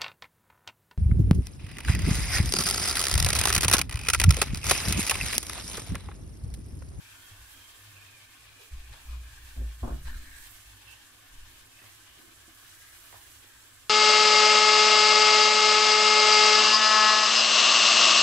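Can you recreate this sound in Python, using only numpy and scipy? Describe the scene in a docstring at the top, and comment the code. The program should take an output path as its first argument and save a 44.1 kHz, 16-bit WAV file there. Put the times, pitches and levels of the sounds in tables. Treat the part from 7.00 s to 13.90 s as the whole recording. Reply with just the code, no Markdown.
"""A simmering hiss runs throughout: sugar syrup bubbles in a saucepan on a gas ring, heard from a hand-held phone.
Dense random clicks, coloured by filters, make the bursting bubbles; resonances ring as the hollow of the pan.
A wooden spoon swishes, scrapes and softly knocks: noise bands at gliding pitches, and damped pan modes.
The shifting grip thumps (decaying low sines), a finger rubs the phone's case (filtered clicks, case modes),
and the hand rumbles (deep noise), over a low kitchen drone of resonant noise."""
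import sys
import numpy as np
from scipy import signal
from scipy.fft import rfft, irfft
from scipy.io import wavfile
from scipy.ndimage import map_coordinates

SR = 44100
rng = np.random.default_rng(int(sys.argv[2]) if len(sys.argv) > 2 else 0)


def wav_record(signal):
    """Record a signal, one row per channel, as 16-bit PCM in the file named by sys.argv[1]."""
    frames = np.transpose(np.atleast_2d(signal))
    bounded = np.clip(frames, -1, 1)
    # unit amplitude maps onto the largest positive 16-bit level
    quanta = np.round(bounded * 32767).astype(np.int16)
    wavfile.write(sys.argv[1], SR, quanta)


N = 304113
T = np.arange(N) / SR
FREQ = np.maximum(np.arange(N // 2 + 1) * SR / N, 1e-3)  # Hz, kept above zero for the logarithm

# modes of the phone's case, lowest first: pitch_hz, relative_level_db, t60_s
CASE_MODES = [(131.7, -4, 0.6), (159, -12.5, 0.9), (238.6, 0.5, 0.27), (330.6, -7, 0.3), (371, -7, 0.23),
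              (387, -15, 0.23), (486, -15, 0.2), (527, -2.5, 0.21), (610, -8, 0.28), (697, -5, 0.24),
              (790, -14, 0.2), (867, -10, 0.28), (1070, -9, 0.24)]


def undb(db):
    """Decibels to gain."""
    return 10 ** (np.asarray(db) / 20)


def unit(x):
    """Scale to rms 1."""
    return x / np.sqrt(np.mean(x ** 2))


def shape(x, gain):
    """Filter by a gain for each frequency."""
    return irfft(rfft(x) * gain, N)


def colour(hz, db):
    """Gain of a spectrum given by points, interpolated in log frequency."""
    return undb(np.interp(np.log(FREQ), np.log(hz), db))


def resonance(hz, width_hz):
    """Gain of a resonance, applied twice for steep skirts."""
    return 1 / (1 + ((FREQ ** 2 - hz ** 2) / (FREQ * width_hz * np.pi / 2)) ** 2)


def lowpass(hz, order=4):
    """Gain of a smooth low-pass."""
    return 1 / np.sqrt(1 + (FREQ / hz) ** (2 * order))


def ring_out(t, t60_s):
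    """Exponential decay by 60 dB in t60_s."""
    return np.exp(-np.log(1000) * t / t60_s)


def walk(rate):
    """Slow random curve of rms 1: pi * rate knots per second, joined by lines."""
    knots = rng.standard_normal(N // 100)
    return unit(np.interp(np.pi * rate * T, np.arange(len(knots)), knots))


def bursts(rate, spread_db):
    """Dense tiny clicks at each port, rate per second, many weak and a few strong; rms 1."""
    size = undb(spread_db * np.minimum(rng.exponential(size=(2, N)), 5))
    sign = rng.choice([-1, 1], (2, N))
    return unit((rng.random((2, N)) < rate / SR) * size * sign)


def swell(s, half):
    """A smooth rise and fall that peaks at 1."""
    return np.exp(-((T - s) / half) ** 2 / 2)


def blow(s, attack_s, decay_s):
    """A quick rise from s on, multiplied by an exponential fall."""
    t = np.maximum(T - s, 0)
    return np.minimum(t / attack_s, 1) * np.exp(-t / decay_s)


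def wash(crush, envelope, hz, width_hz, pan_db):
    """Crushed froth heard through a gap that rings at a moving pitch."""
    out = np.zeros((2, N))
    near = envelope > envelope.max() / 1000
    sos = signal.butter(3, width_hz / 2, fs=SR, output="sos")
    band = signal.sosfilt(sos, crush[:, near])
    carrier = np.exp(2j * np.pi * np.cumsum(hz[near]) / SR)  # moves the band up to the pitch
    out[:, near] = unit((band * carrier).real) * envelope[near] * undb([[pan_db / 2], [-pan_db / 2]])
    return out


def simmer(split_hz=6500, flicker_db=1.28, diffuse=0.15, finest_hz=11500, finest_share=1.0,
           ring_flicker_db=0.95):
    """Bursting bubbles hiss, fine froth fizzes above them, and the air in the pan rings along."""
    # colour of the simmer at the two microphone ports: pitch_hz, left_db, right_db
    sizzle = [(201, -1, -38), (260, -19, 0), (476, -15, -22.5), (645, -10, -1), (1106, 4, -3.5),
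              (1470, -12, -12), (1780, 3, 1.5), (1840, 1.5, -25), (2150, 2.5, 0.5), (3300, 2.5, 2.5),
              (4340, 0, -3), (7130, -10, -7), (7560, -12, -4), (8500, -14.5, -7), (10900, -18, -7),
              (16300, -27.5, -13)]
    # air resonances of the pan: pitch_hz, width_hz, left_db, right_db
    hollow_modes = [(1203, 240, -3, -2), (1558, 110, 5, -6.5), (1755, 153, 3, -2)]
    # syrup washes up the hot wall and flares into froth: peak_s, half_length_s, froth_rise_db
    flares = [(0.27, 0.033, 2.5), (0.518, 0.033, 2.5), (0.724, 0.22, 1.5), (1.642, 0.038, 2.5),
              (2.05, 0.048, 2.5), (2.478, 0.057, 2.5), (3.106, 0.076, 1), (3.46, 0.12, 4.5),
              (3.917, 0.017, 3), (4.556, 0.066, 2.5), (4.88, 0.082, 3), (5.237, 0.045, 2),
              (5.67, 0.12, 1.5), (6.11, 0.23, 3)]
    bubbling_db, froth_db, hollow_db = -56.5, -56.5, -63  # at rest
    calm_db_per_s, flare_bubbling_share = 0.4149, 0.52  # larger bubbles follow part of a flare's rise
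    turn_s, turn_peak_s, turn_froth_db, turn_hollow_db = 3.02, 3.17, 0.8, 0.5  # slow turns of the stirring
    hollow_drift_share = 0.022

    turn = np.cos(2 * np.pi * (T - turn_peak_s) / turn_s)
    flare = sum(db * swell(s, half) for s, half, db in flares)
    bubbling = bubbling_db - calm_db_per_s * T + flare_bubbling_share * flare
    froth = froth_db + turn_froth_db * turn + flare
    hollow = hollow_db + turn_hollow_db * turn

    hz, *ports = np.transpose(sizzle)
    tint = np.array([colour(hz, db) for db in ports]) * (1 - lowpass(294))
    coarse = lowpass(split_hz)
    big = unit(shape(bursts(rate=9000, spread_db=0.5), tint * coarse))
    big = big * undb(bubbling + flicker_db * walk(11))

    fizz = unit(tint * np.sqrt(1 - coarse ** 2))
    fine = shape(bursts(rate=14000, spread_db=2.0), fizz * lowpass(finest_hz))
    fine = fine * undb(flicker_db * walk(14))
    mist = bursts(rate=20000, spread_db=2.0)
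    finest = shape(mist, fizz * np.sqrt(1 - lowpass(finest_hz) ** 2))
    # the finest fizz swells most when the froth rises up the hot wall
    finest = finest * undb(finest_share * (froth - froth.mean()) + flicker_db * walk(22))

    # the hollow is one source, heard by both ports, with some diffuse sound on top
    drive = bursts(rate=5500, spread_db=2.0)[0] + diffuse * bursts(rate=4100, spread_db=6.0)
    modes = sum(undb([[left], [right]]) * resonance(f, width) for f, width, left, right in hollow_modes)
    ring = unit(shape(drive, modes))
    # its pitch drifts as the spoon and the syrup move
    place = np.cumsum(1 + hollow_drift_share * walk(5))
    ring = np.array([map_coordinates(port, [place], order=1, mode="mirror") for port in ring])
    ring = ring * undb(hollow + ring_flicker_db * walk(11))
    return big + (fine + finest) * undb(froth) + ring


def spoon(shared=0.085, gurgle_db=1.8, gurgle_per_s=24, waver_octaves=0.018):
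    """Strokes crush froth in small gurgles, the gap behind the spoon bends their pitch; scrapes bite and fade."""
    # swishes through the syrup:
    # peak_s, half_length_s, pitch_hz, glide_octaves_per_s, width_hz, level_db, left_minus_right_db
    strokes = [(0.097, 0.057, 2480, 0.17, 380, -60.5, 7), (0.19, 0.12, 1486, -0.5, 159, -62.5, 2),
               (0.245, 0.073, 3210, -0.19, 160, -63, -11), (0.468, 0.06, 1570, 0.073, 140, -61, 3),
               (0.65, 0.12, 3160, 0, 105, -64, -4), (1.02, 0.068, 2550, 0, 282, -61, -13),
               (1.161, 0.08, 2416, -0.58, 136, -61, -1), (1.805, 0.71, 2440, 0, 243, -64.5, 1),
               (2.127, 0.035, 1120, 0, 320, -64, 14), (2.341, 0.05, 1610, 0, 200, -59.5, 6),
               (2.38, 0.006, 1680, 0.14, 220, -53, 2), (3.093, 0.022, 1683, -0.012, 340, -50, 9),
               (3.143, 0.03, 1586, -1.3, 360, -55, 4), (3.213, 0.2, 4040, -0.023, 495, -69.5, -16),
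               (3.329, 0.14, 2060, -0.094, 520, -63, 12), (3.333, 0.1, 1722, 0.2, 250, -54, 3),
               (3.42, 0.1, 8200, 0, 700, -68, -21), (3.908, 0.0244, 2705, 0.16, 160, -60.5, -23),
               (3.901, 0.093, 2940, 0, 605, -63.5, -9), (4.024, 0.04, 1680, -0.35, 200, -67, 4),
               (4.385, 0.074, 2960, 0.31, 220, -65.5, -2), (4.77, 0.073, 2626, -0.2, 200, -66, -9),
               (4.847, 0.045, 1970, 0.74, 200, -63.5, 7), (5.113, 0.07, 2970, 0.098, 348, -64, -3),
               (5.871, 0.12, 1910, 0.3, 454, -64, 7.5), (5.943, 0.025, 1580, -0.36, 300, -61.5, 11),
               (6.26, 0.025, 1700, -0.6, 150, -63, 3), (6.701, 0.3, 7700, 0, 560, -69, -8)]
    # the spoon's edge catches the wall and scrapes on:
    # start_s, attack_s, decay_s, pitch_hz, level_db, left_minus_right_db, width_hz
    catches = [(1.576, 0.038, 0.051, 436, -62, 2, 109), (1.918, 0.011, 0.04, 2700, -52, 2, 3800),
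               (1.921, 0.018, 0.064, 1055, -56, 1, 840), (2.055, 0.015, 0.026, 964, -64, 2, 500),
               (3.049, 0.026, 0.034, 2990, -50.5, -5, 3800), (3.061, 0.023, 0.023, 1004, -53, 3, 284),
               (3.19, 0.063, 0.056, 267.3, -61, -2, 80), (4.315, 0.004, 0.006, 1310, -59.5, -9, 900),
               (4.812, 0.022, 0.046, 1096, -60, -6, 1600), (5.2, 0.088, 0.044, 321.4, -65, -1, 90),
               (5.64, 0.015, 0.021, 1600, -60, 8, 600), (6.124, 0.0046, 0.014, 1180, -51.5, -2, 1500),
               (6.141, 0.0044, 0.019, 1156, -51, -4, 1200), (6.125, 0.004, 0.058, 900, -59.5, -15, 300)]
    crush = bursts(rate=1700, spread_db=1.0) * np.exp(2j * np.pi * rng.random(N))
    crush = crush + shared * crush[::-1]  # each port hears a little of the other's bubbles
    bend = 2 ** (waver_octaves * walk(8))
    gurgle = crush * undb(gurgle_db * walk(gurgle_per_s))
    out = np.zeros((2, N))
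    for s, half, hz, glide, width, db, pan_db in strokes:
        pitch = hz * bend * 2 ** (glide * (T - s))
        out += wash(gurgle, undb(db) * swell(s, half), pitch, width, pan_db)
    for s, attack, decay, hz, db, pan_db, width in catches:
        bite = blow(s, attack, decay) * np.exp(attack / decay)  # 1 at the end of the attack
        out += wash(crush, undb(db) * bite, hz * bend, width, pan_db)
    return out


def knocks(contact_s=0.01):
    """Wood drags briefly on the pan floor and rings its damped modes."""
    # soft knocks of the spoon on the pan: start_s, level_db
    contacts = [(1.601, -66), (3.141, -59), (3.223, -64), (3.268, -63), (4.818, -58), (5.185, -56),
                (5.278, -56), (5.478, -53.5), (6.439, -59)]
    # ring of the pan full of syrup: pitch_hz, relative_level_db, t60_s
    pan_modes = [(251, -5, 0.3), (323, 10, 0.11), (383, 4.5, 0.076), (526, 5.5, 0.047), (700, -1, 0.13)]
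    push = sum(undb(db) * (T >= s) * np.exp(-np.abs(T - s) / contact_s) for s, db in contacts)
    t = T[:SR // 4]
    ring = sum(undb(db) * np.sin(2 * np.pi * hz * t) * ring_out(t, t60) for hz, db, t60 in pan_modes)
    drag = push * rng.standard_normal(N)
    return signal.fftconvolve(drag, ring / np.linalg.norm(ring))[:N]


def thumps(tail_db=-9, case_db=-27, tight_share=0.068, relax_s=0.072, t60_s=1):
    """Grip shifts swell the phone's low resonance, which sags as the hand relaxes; the lowest case mode joins."""
    # shifts of the grip: start_s, peak_db, settled_pitch_hz, swell_s
    shifts = [(0.306, -46, 95.2, 0.02), (0.383, -50, 57, 0.038), (1.707, -37, 61.6, 0.031),
              (1.781, -47.5, 59.5, 0.075), (2.046, -33.5, 59.2, 0.09), (2.273, -49.5, 61.7, 0.17),
              (2.557, -26, 55.7, 0.063), (2.821, -24.5, 59.8, 0.013), (2.921, -28.5, 56, 0.02),
              (3.034, -32.5, 56.1, 0.033), (3.143, -38, 62.2, 0.018), (3.64, -50, 52, 0.041),
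              (3.849, -60, 57, 0.057), (4.341, -56.5, 62, 0.096), (5.79, -62, 69.5, 0.025)]
    case_hz = CASE_MODES[0][0]
    out = np.zeros(N)
    for s, db, hz, rise in shifts:
        t = np.maximum(T - s, 0)
        push = (t / rise * np.exp(1 - t / rise)) ** 2
        tail = undb(tail_db) * np.minimum(t / rise, 1) * ring_out(np.maximum(t - rise, 0), t60_s)
        # the pitch starts sharp by tight_share and sags to hz
        cycles = hz * (t + tight_share * relax_s * (1 - np.exp(-t / relax_s)))
        ring = np.sin(2 * np.pi * cycles) + undb(case_db) * np.sin(2 * np.pi * case_hz * t)
        out -= undb(db) * np.maximum(push, tail) * ring
    return out


def rubs(apart=1.0, ring_db=-12, touch_db=-1.3, detune_share=0.007):
    """Finger jerks pluck the case at new spots; it rings while the skin slips, each with its own brightness."""
    # the finger catches on the case: start_s, level_db, attack_s, decay_s, brightness_hz
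    jerks = [(1.712, -49, 0.021, 0.043, 130), (1.889, -45, 0.025, 0.061, 150), (2.13, -49, 0.03, 0.29, 135),
             (2.559, -40.5, 0.016, 0.047, 750), (2.58, -39.5, 0.017, 0.038, 330),
             (2.608, -39, 0.012, 0.02, 560), (2.828, -28, 0.011, 0.041, 1140),
             (2.874, -33.5, 0.0037, 0.021, 1200), (2.892, -32.5, 0.011, 0.025, 480),
             (2.9, -44, 0.0083, 0.04, 1900), (2.93, -35, 0.0082, 0.026, 338),
             (3.064, -47.5, 0.007, 0.14, 270)]
    # colour of skin slipping on the case: pitch_hz, relative_level_db
    skin_colour = [(45, 9.5), (95, 7.5), (135, -3.5), (195, -16), (245, 3), (290, -7.5), (450, -13),
                   (650, -11), (1130, -11), (1800, -9.5), (2700, -56)]
    mid, side = bursts(rate=2400, spread_db=2.5)
    side = shape(side, 1 - lowpass(153, order=2))
    slips = mid + apart * np.array([[1], [-1]]) * side
    skin = colour(*np.transpose(skin_colour))
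    mode_hz, mode_db, t60 = np.transpose(CASE_MODES)[:, :, None]
    out = np.zeros((2, N))
    for s, db, attack, decay, hz in jerks:
        slip = unit(shape(slips, skin * lowpass(hz, order=6)))
        out += slip * undb(db) * blow(s, attack, decay)
        near = (T > s) & (T < s + .5)
        t = T[near] - s
        detune, touch, phase = rng.standard_normal((3, len(CASE_MODES), 1))
        size = undb(mode_db + touch_db * touch) / np.hypot(1, (mode_hz / hz) ** 2)
        cycles = mode_hz * (1 + detune_share * detune) * t + phase
        ring = size * np.sin(2 * np.pi * cycles) * ring_out(t, t60)
        out[:, near] += undb(db + ring_db) * np.minimum(t / attack, 1) * ring.sum(axis=0)
    return out


def sway(top_hz=38, settle_s=0.074, tremor_db=-74):
    """The hand rumbles in the deepest bass: a faint tremor, and lurches that build up and settle."""
    # lurches of the hand: peak_s, level_db, build_up_s
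    lurches = [(0.42, -58, 0.084), (1.75, -38.5, 0.015), (2.09, -46, 0.033), (2.6, -51.5, 0.15),
               (2.869, -41, 0.03), (3.14, -35.5, 0.071), (3.5, -54.5, 0.092), (4.43, -47, 0.07)]
    deep = colour([5.4, 16, 19, 13], [-5.0, -0.5, -4.0, -4.0]) * lowpass(top_hz, order=5)
    rumble = unit(shape(rng.standard_normal(N), deep))
    level = undb(tremor_db)
    for s, db, build in lurches:
        settle = np.exp(-np.abs(T - s) / settle_s)
        level = level + undb(db) * np.where(T < s, swell(s, build), settle)
    return rumble * level


def drone(waver_db=2.5, waver_per_s=3.3):
    """The burner's low roar gathers in a few resonances of the kitchen, each wavering on its own."""
    # resonances of the kitchen: pitch_hz, width_hz, level_db, side_to_mid_ratio
    room_modes = [(55.7, 17, -71.5, 0.16), (101.4, 9.4, -67.5, 0.18), (121, 49, -80, 0.97),
                  (270.4, 23, -80.5, 0.071), (333, 38, -81, 0.41), (517, 345, -74, 1)]
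    mid, side = rng.standard_normal((2, N))
    side = side * np.array([[1], [-1]])
    out = np.zeros((2, N))
    for hz, width, db, apart in room_modes:
        roar = unit(shape(mid + apart * side, resonance(hz, width)))
        out += undb(db + waver_db * walk(waver_per_s)) * roar
    return out


def tiles(x, echo_db=-5, fade_s=0.01, dull_hz=3500, shift_per_s=1.6, count=3):
    """Pan wall and tiles return dull early echoes, different at each port, shifting as the phone moves."""
    t = T[:SR // 20]
    echoes = rng.standard_normal((count, 2, len(t))) * np.exp(-t / fade_s) * (t > 1 / 1000)
    echoes = undb(echo_db) * echoes / np.linalg.norm(echoes, axis=-1, keepdims=True)
    blend = np.array([walk(shift_per_s) for _ in echoes])
    blend = blend / np.linalg.norm(blend, axis=0)
    wet = sum(share * signal.oaconvolve(x, spray, axes=1)[:, :N] for share, spray in zip(blend, echoes))
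    return (x + shape(wet, lowpass(dull_hz, order=1))) / np.sqrt(1 + undb(echo_db) ** 2)


def scene():
    """Pan, spoon, hand and kitchen together; only the simmer and the knocks get echoes."""
    return tiles(simmer() + knocks()) + spoon() + thumps() + rubs() + sway() + drone()


def record(dry, top_hz=15600):
    """The phone cuts the top with a steep elliptic low-pass."""
    return signal.sosfilt(signal.ellip(12, .1, 90, top_hz, fs=SR, output="sos"), dry)


dry = scene()
out = record(dry)
wav_record(out)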